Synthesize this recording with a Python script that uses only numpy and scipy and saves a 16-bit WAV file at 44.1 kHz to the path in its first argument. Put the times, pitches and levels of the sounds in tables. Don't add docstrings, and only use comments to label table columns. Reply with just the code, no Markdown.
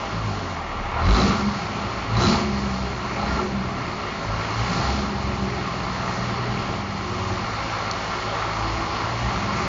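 import sys
import numpy as np
from scipy import signal
from scipy.fft import rfft, irfft, next_fast_len
from scipy.io import wavfile
from scipy.ndimage import uniform_filter1d

SR = 44100
rng = np.random.default_rng(int(sys.argv[2]) if len(sys.argv) > 2 else 0)


def nominal_scale(level):
    x = np.asarray(level, float) / 20
    return 10 ** x


def generate_wav(sig):
    pcm = np.round(np.clip(np.atleast_2d(sig).T, -1, 1) * 32767).astype(np.int16)
    wavfile.write(sys.argv[1], SR, pcm)


N = 426876
TIME, FFT_SIZE = np.arange(N) / SR, next_fast_len(N)
FREQ = np.arange(FFT_SIZE // 2 + 1) * SR / FFT_SIZE + 1e-3


def level(x, db):
    return x * nominal_scale(db) / np.sqrt(np.mean(x ** 2))


def curve(table):
    s, *columns = np.transpose(table)
    return [np.interp(TIME, s, c) for c in columns]


def walk(rate):
    hold = int(SR / rate)
    steps = np.repeat(rng.standard_normal(N // hold + 1), hold)
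    return uniform_filter1d(steps, hold)[:N]


def swell(s, half):
    return np.exp(-((TIME - s) / half) ** 2)


def ring(x, modes):
    gain = 0
    for k, (hz, width, db) in enumerate(modes):
        resonance = 1j * FREQ * width / (hz ** 2 - FREQ ** 2 + 1j * FREQ * width)
        gain = gain + (-1) ** k * nominal_scale(db) * resonance
    return irfft(rfft(x, FFT_SIZE) * gain, FFT_SIZE)[:N]


# start_s [s], firing_rate_hz [Hz]
SPEED = [(0, 56.13), (.27, 53.33), (.67, 38.83), (.89, 33.92), (1.02, 40.02), (1.16, 56.18), (1.3, 68.96),
         (1.51, 67.9), (1.64, 62.54), (2.08, 54.4), (2.18, 57.66), (2.29, 66.9), (2.42, 69.44),
         (2.88, 63.1), (3.07, 59.3), (3.21, 60.25), (3.4, 68.2), (4.23, 54.57), (4.5, 54.5), (4.72, 60.2),
         (4.96, 69.2), (5.61, 63.3), (6.33, 59.97), (6.71, 60.4), (7.6, 55.27), (8.65, 54.75), (9.0, 56.8),
         (9.68, 63.8)]


def firing_phase():
    (hz,) = curve(SPEED)
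    return hz, np.cumsum(hz) / SR


# [dB, before each source's share]
SURGES = [(1.128, 0.16, 0.13, 13.5), (2.218, 0.082, 0.089, 14), (3.315, 0.36, 0.044, 6.5),
          (4.853, 0.61, 0.07, 6.5), (9.668, .2, 0.03, 1)]
RELEASE_S = 0.18
BLOCK_LEAD_S = 0.032


def surge(lead_s=0):
    lift_db = 0
    for s, climb, hold, db in SURGES:
        corners = [s - climb, s, s + hold, s + hold + RELEASE_S + lead_s]
        lift_db = lift_db + np.interp(TIME + lead_s, corners, [0, db, db, 0])
    return lift_db


# start_s [s], level_db [dB], extra_lowest_tone_db [dB]
BOOM = [(0, -44, 2), (.25, -31, 3), (.5, -38, -6), (.67, -47, 10), (.9, -37.5, -3.5), (1.2, -31.5, 10),
        (1.35, -32.5, -17), (1.47, -25, -4), (1.72, -46, -2), (2.05, -36.5, 7), (2.3, -27, -8),
        (2.85, -30.5, 2.5), (3.05, -39, -1), (3.25, -39, 9), (3.47, -47.5, 6), (3.55, -26, -5),
        (4.0, -46, -9), (4.5, -37.5, -1), (5.0, -31, -2), (5.45, -29, -2), (5.7, -35, -3), (6.5, -30.5, -6),
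        (6.9, -45.5, 6), (7.25, -34, 0.5), (8.3, -39.5, 4.5), (9.0, -37, 2.5), (9.68, -33, -3)]
# pitch_hz [Hz], gain_db [dB]
BOOM_PATH = [(34, 8), (42, -4), (50, -5.5), (58, -9.5), (67, -0.5), (85, 5.5), (110, 0.5), (122, -1),
             (138, -10.5), (150, -8), (165, -7), (173, -17.5), (185, -2.5), (194, -0.5), (202, 1.5),
             (210, -4)]
# [dB, before each tone's share]
JOLTS = [(1.114, 0.075, 21), (1.266, 0.037, 16), (2.186, 0.058, 19), (3.338, 0.083, 8.5), (4.332, 0.1, 22),
         (4.63, 0.064, 18.5), (4.882, 0.074, 13), (8.663, 0.17, 12.5), (9.254, 0.091, 14.5)]
# delay_s [s], share [ratio of the lift]
JOLT_REACH = [(-0.0014, 1), (-0.036, 0.49), (0.087, 0.31)]


def boom_levels(hz):
    level_db, lowest_db = curve(BOOM)
    path_hz, path_db = np.transpose(BOOM_PATH)
    levels_db = []
    for k, (delay, share) in enumerate(JOLT_REACH, 1):
        jolt_db = sum(db * swell(s + delay, length) for s, length, db in JOLTS)
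        cab_db = np.interp(np.log(k * hz), np.log(path_hz), path_db)
        levels_db.append(level_db + (k == 1) * lowest_db + share * jolt_db + cab_db)
    return levels_db


def boom(phase, levels_db):
    shaken = phase + 0.028 * walk(25)
    out = np.zeros(N)
    for k, db in enumerate(levels_db, 1):
        tone = np.sin(2 * np.pi * (k * shaken + rng.random()))
        out += np.sqrt(2) * nominal_scale(db + 2.5 * walk(20)) * tone
    return out


# pitch_hz [Hz], width_hz [Hz], relative_level_db [dB]
CAB = [(28, 41, -10), (54.6, 28, -2), (82, 15, 1.5), (102.4, 40, -3), (165.8, 16.3, 0.5), (202.4, 6.8, 3.5),
       (233.2, 18, -1), (280.4, 102, -7.5), (367, 14, -2), (413, 19.3, -6), (585, 34, -14), (668, 44, -9.5)]


def cab(x):
    return ring(x, CAB)


# order [multiples of the crank turn rate], relative_level_db [dB]
CRANK = [(2.5, -3.5), (3.5, -2), (4, 0.5), (5, 4), (5.5, -4), (8, -3), (10, 2.5), (11, -12), (12, 0),
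         (13, -3.5), (16, -5), (17, -7), (18, -9)]


def uneven(phase, uneven_db):
    lines = np.zeros(N)
    for order, db in CRANK:
        tone = np.sin(2 * np.pi * (order * phase / 3 + rng.random()))
        lines += nominal_scale(db + 2.5 * walk(6)) * tone
    return nominal_scale(uneven_db) * level(cab(lines), 0)


def firings(phase, scatter):
    at = np.flatnonzero(np.diff(np.floor(phase)))
    pulses = np.zeros(N)
    pulses[at] = 1 + scatter * rng.standard_normal(len(at))
    return pulses


def thud(phase, thud_db):
    rumble = level(cab(rng.standard_normal(N)), 1.0)
    beats = level(cab(firings(phase, scatter=1.0)), -3.5)
    return nominal_scale(thud_db) * (beats + rumble)


# pitch_hz [Hz], width_hz [Hz], lift_db [dB]
RINGS = [(564.4, 10, 8), (671, 14, 6), (801.7, 26, 7.5), (1063, 20, 5), (1154, 22, 3), (1355, 21, 4.5),
         (1887, 45, 4), (2174, 48, 4.5), (2840, 55, 5)]


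def colour(x, points):
    hz, db = np.transpose(points)
    lift_db = sum(up / (1 + (2 * (FREQ - f) / w) ** 2) for f, w, up in RINGS)
    gain = nominal_scale(lift_db + np.interp(np.log(FREQ), np.log(hz), db))
    return irfft(rfft(x, FFT_SIZE) * gain, FFT_SIZE)[:N]


def clatter(phase, points, db, gate, flicker_db):
    pulse = 1 + gate * np.exp(-(phase % 1) / 0.4) * nominal_scale(3.5 * walk(60))
    noise = colour(pulse * rng.standard_normal(N), points)
    spectrum = rfft(level(noise, 0), FFT_SIZE)
    third = np.clip(3 * np.log2(FREQ / 300), 0, 13)
    out = np.zeros(N)
    for k in range(14):
        overlap = np.clip(1 - np.abs(third - k), 0, 1)
        band = irfft(spectrum * overlap, FFT_SIZE)[:N]
        out += nominal_scale(flicker_db * walk(11)) * band
    return nominal_scale(db) * out


# pitch_hz [Hz], relative_density_db [dB per Hz]
BLOCK = [(60, -29.5), (300, -8), (480, -7.5), (800, -4), (1170, -1), (1380, -4), (1490, -10), (2180, -9),
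         (2700, -14), (3700, -20), (8000, -49.5)]


def block_clatter(phase, db):
    return clatter(phase, BLOCK, db, gate=0.4, flicker_db=1.5)


# pitch_hz [Hz], relative_density_db [dB per Hz]
KNOCK = [(1500, -24.5), (2800, -8.5), (3700, -7), (3950, -6), (4250, 2), (4800, -4), (6000, -8),
         (7200, -12.5)]


def knock(phase, db):
    return clatter(phase, KNOCK, db, gate=0.19, flicker_db=1.14)


# pitch_hz [Hz], width_hz [Hz], relative_level_db [dB]
CHAMBER = [(4011, 70, 0)]


def rasp(phase, lift_db):
    decay = np.exp(-1 / (0.006 * SR))
    burst = signal.lfilter([1], [1, -decay], np.abs(firings(phase, scatter=0.3)))
    rings = ring(burst * rng.standard_normal(N), CHAMBER)
    return nominal_scale(2.2 * (lift_db - lift_db.max())) * level(rings, -32)


# pitch_hz [Hz], relative_density_db [dB per Hz]
RUSH = [(1500, -7.5), (3300, -2.5), (7200, -4)]


def rush(phase, lift_db):
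    return clatter(phase, RUSH, -33.5 + 2 * (lift_db - lift_db.max()), gate=0.3, flicker_db=3.5)


# centre_s [s], half_length_s [s], pitch_hz [Hz], level_db [dB]. Most are cab panels; the 330 Hz row
# at 8.8 s strengthens the engine's crank line of order 18.
HUMS = [(1.1, 0.041, 186, -21), (1.247, 0.071, 187, -23), (1.224, 0.089, 238, -27.5),
        (1.2, 0.14, 286.6, -32), (1.21, .04, 362, -27), (1.25, 0.061, 462, -32), (2.454, 0.12, 368, -37.5),
        (2.881, 0.044, 408, -32.5), (3.428, 0.065, 368, -31), (4.71, 0.031, 184, -28.5),
        (5.052, 0.19, 368, -38.5), (5.502, 0.14, 407, -36.5), (5.503, .2, 364, -38.5),
        (6.456, 0.14, 408, -41.5), (7.199, 0.23, 366, -37), (8.206, 0.11, 366, -41),
        (8.796, 0.27, 330, -39.5), (9.618, 0.092, 370, -40)]


def hums():
    drift = np.cumsum(1 + 0.012 * walk(30)) / SR
    shake = nominal_scale(2.2 * walk(25))
    out = np.zeros(N)
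    for s, half, hz, db in HUMS:
        tone = np.sin(2 * np.pi * (hz * drift + rng.random()))
        out += np.sqrt(2) * nominal_scale(db) * swell(s, half) * shake * tone
    return out


# centre_s [s], half_length_s [s], level_db [dB]
RATTLES = [(1.0, 0.04, -30), (1.16, 0.044, -28), (1.32, 0.12, -29.5), (2.12, 0.027, -32),
           (2.22, 0.042, -25), (2.35, 0.04, -26.5), (3.21, 0.038, -28.5), (3.3, 0.055, -31),
           (3.38, 0.044, -35), (4.82, 0.16, -31), (7.78, 0.1, -33), (8.419, 0.028, -32),
           (8.509, 0.036, -30.5)]
# pitch_hz [Hz], width_hz [Hz], relative_level_db [dB]
TRIM = [(820, 130, -5), (1090, 97, -5), (1170, 55, -2.5), (1364, 110, -2)]


def rattles():
    struck = rng.random(N) < 500 / SR
    taps = struck * rng.standard_normal(N) * nominal_scale(2.5 * walk(70))
    trim = level(ring(ring(taps, TRIM), TRIM), 0)
    return trim * sum(nominal_scale(db) * swell(s, half) for s, half, db in RATTLES)


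# start_s [s], peak_level_db [dB]
TICKS = [(7.9122, -12.5)]


def ticks():
    out, t = np.zeros(N), np.arange(300) / SR
    snap = np.exp(-t / 0.00034) * np.sin(2 * np.pi * 5600 * t)
    snap = snap + 0.7 * np.exp(-t / 0.0014) * np.sin(2 * np.pi * 4400 * t)
    snap = signal.sosfilt(signal.butter(6, 3850., "high", fs=SR, output="sos"), snap)
    for s, db in TICKS:
        out[int(s * SR):][:len(t)] += nominal_scale(db) * snap / np.abs(snap).max()
    return out


# start_s [s], block_clatter_db [dB], knock_db [dB], thud_db [dB], unevenness_db [dB]
IDLE = [(0, -30.5, -41, -37, -43), (.5, -31.5, -41, -33, -55), (.63, -32, -44.5, -40, -48),
        (.93, -29, -46.5, -39.5, -35.5), (1.45, -30.5, -38.5, -37, -32), (2.1, -30, -41.5, -34, -39.5),
        (2.6, -30.5, -38, -34.5, -34.5), (3.15, -32, -43, -36, -44), (3.8, -31, -42.5, -33, -42),
        (4.5, -29.5, -39, -39.5, -39), (5.3, -31, -40, -35, -33.5), (6.0, -28.5, -38, -37, -35),
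        (6.7, -29.5, -38.5, -32, -36), (6.85, -31, -41.5, -39.5, -33.5), (7.3, -29.5, -38.5, -38, -30),
        (7.75, -28, -37.5, -41, -38.5), (8.5, -27.5, -37.5, -38.5, -42), (9.68, -27.5, -36.5, -36, -29)]
KNOCK_SHARE, BLOCK_SHARE, THUD_SHARE, UNEVEN_SHARE = 0.93, 0.44, 0.86, 0.75


def scene():
    hz, phase = firing_phase()
    lift_db, early_lift_db = surge(), surge(BLOCK_LEAD_S)
    block_db, knock_db, thud_db, uneven_db = curve(IDLE)
    mix = boom(phase, boom_levels(hz))
    mix += uneven(phase, uneven_db + UNEVEN_SHARE * lift_db)
    mix += thud(phase, thud_db + THUD_SHARE * lift_db)
    mix += block_clatter(phase, block_db + BLOCK_SHARE * early_lift_db)
    mix += knock(phase, knock_db + KNOCK_SHARE * lift_db)
    mix += rasp(phase, early_lift_db)
    mix += rush(phase, lift_db)
    mix += hums() + rattles() + ticks()
    return mix[None]


def low_pass(x):
    return signal.sosfilt(signal.butter(12, 7910, fs=SR, output="sos"), x)


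def record(dry):
    x = signal.sosfilt(signal.butter(1, 30., "high", fs=SR, output="sos"), dry)
    x = x / (1 + (x / 0.3) ** 4) ** (1 / 4)
    x = signal.sosfilt(signal.ellip(16, 0.2, 100, 7230, fs=SR, output="sos"), x)
    return low_pass(x)


dry = scene()
out = record(dry)
generate_wav(out)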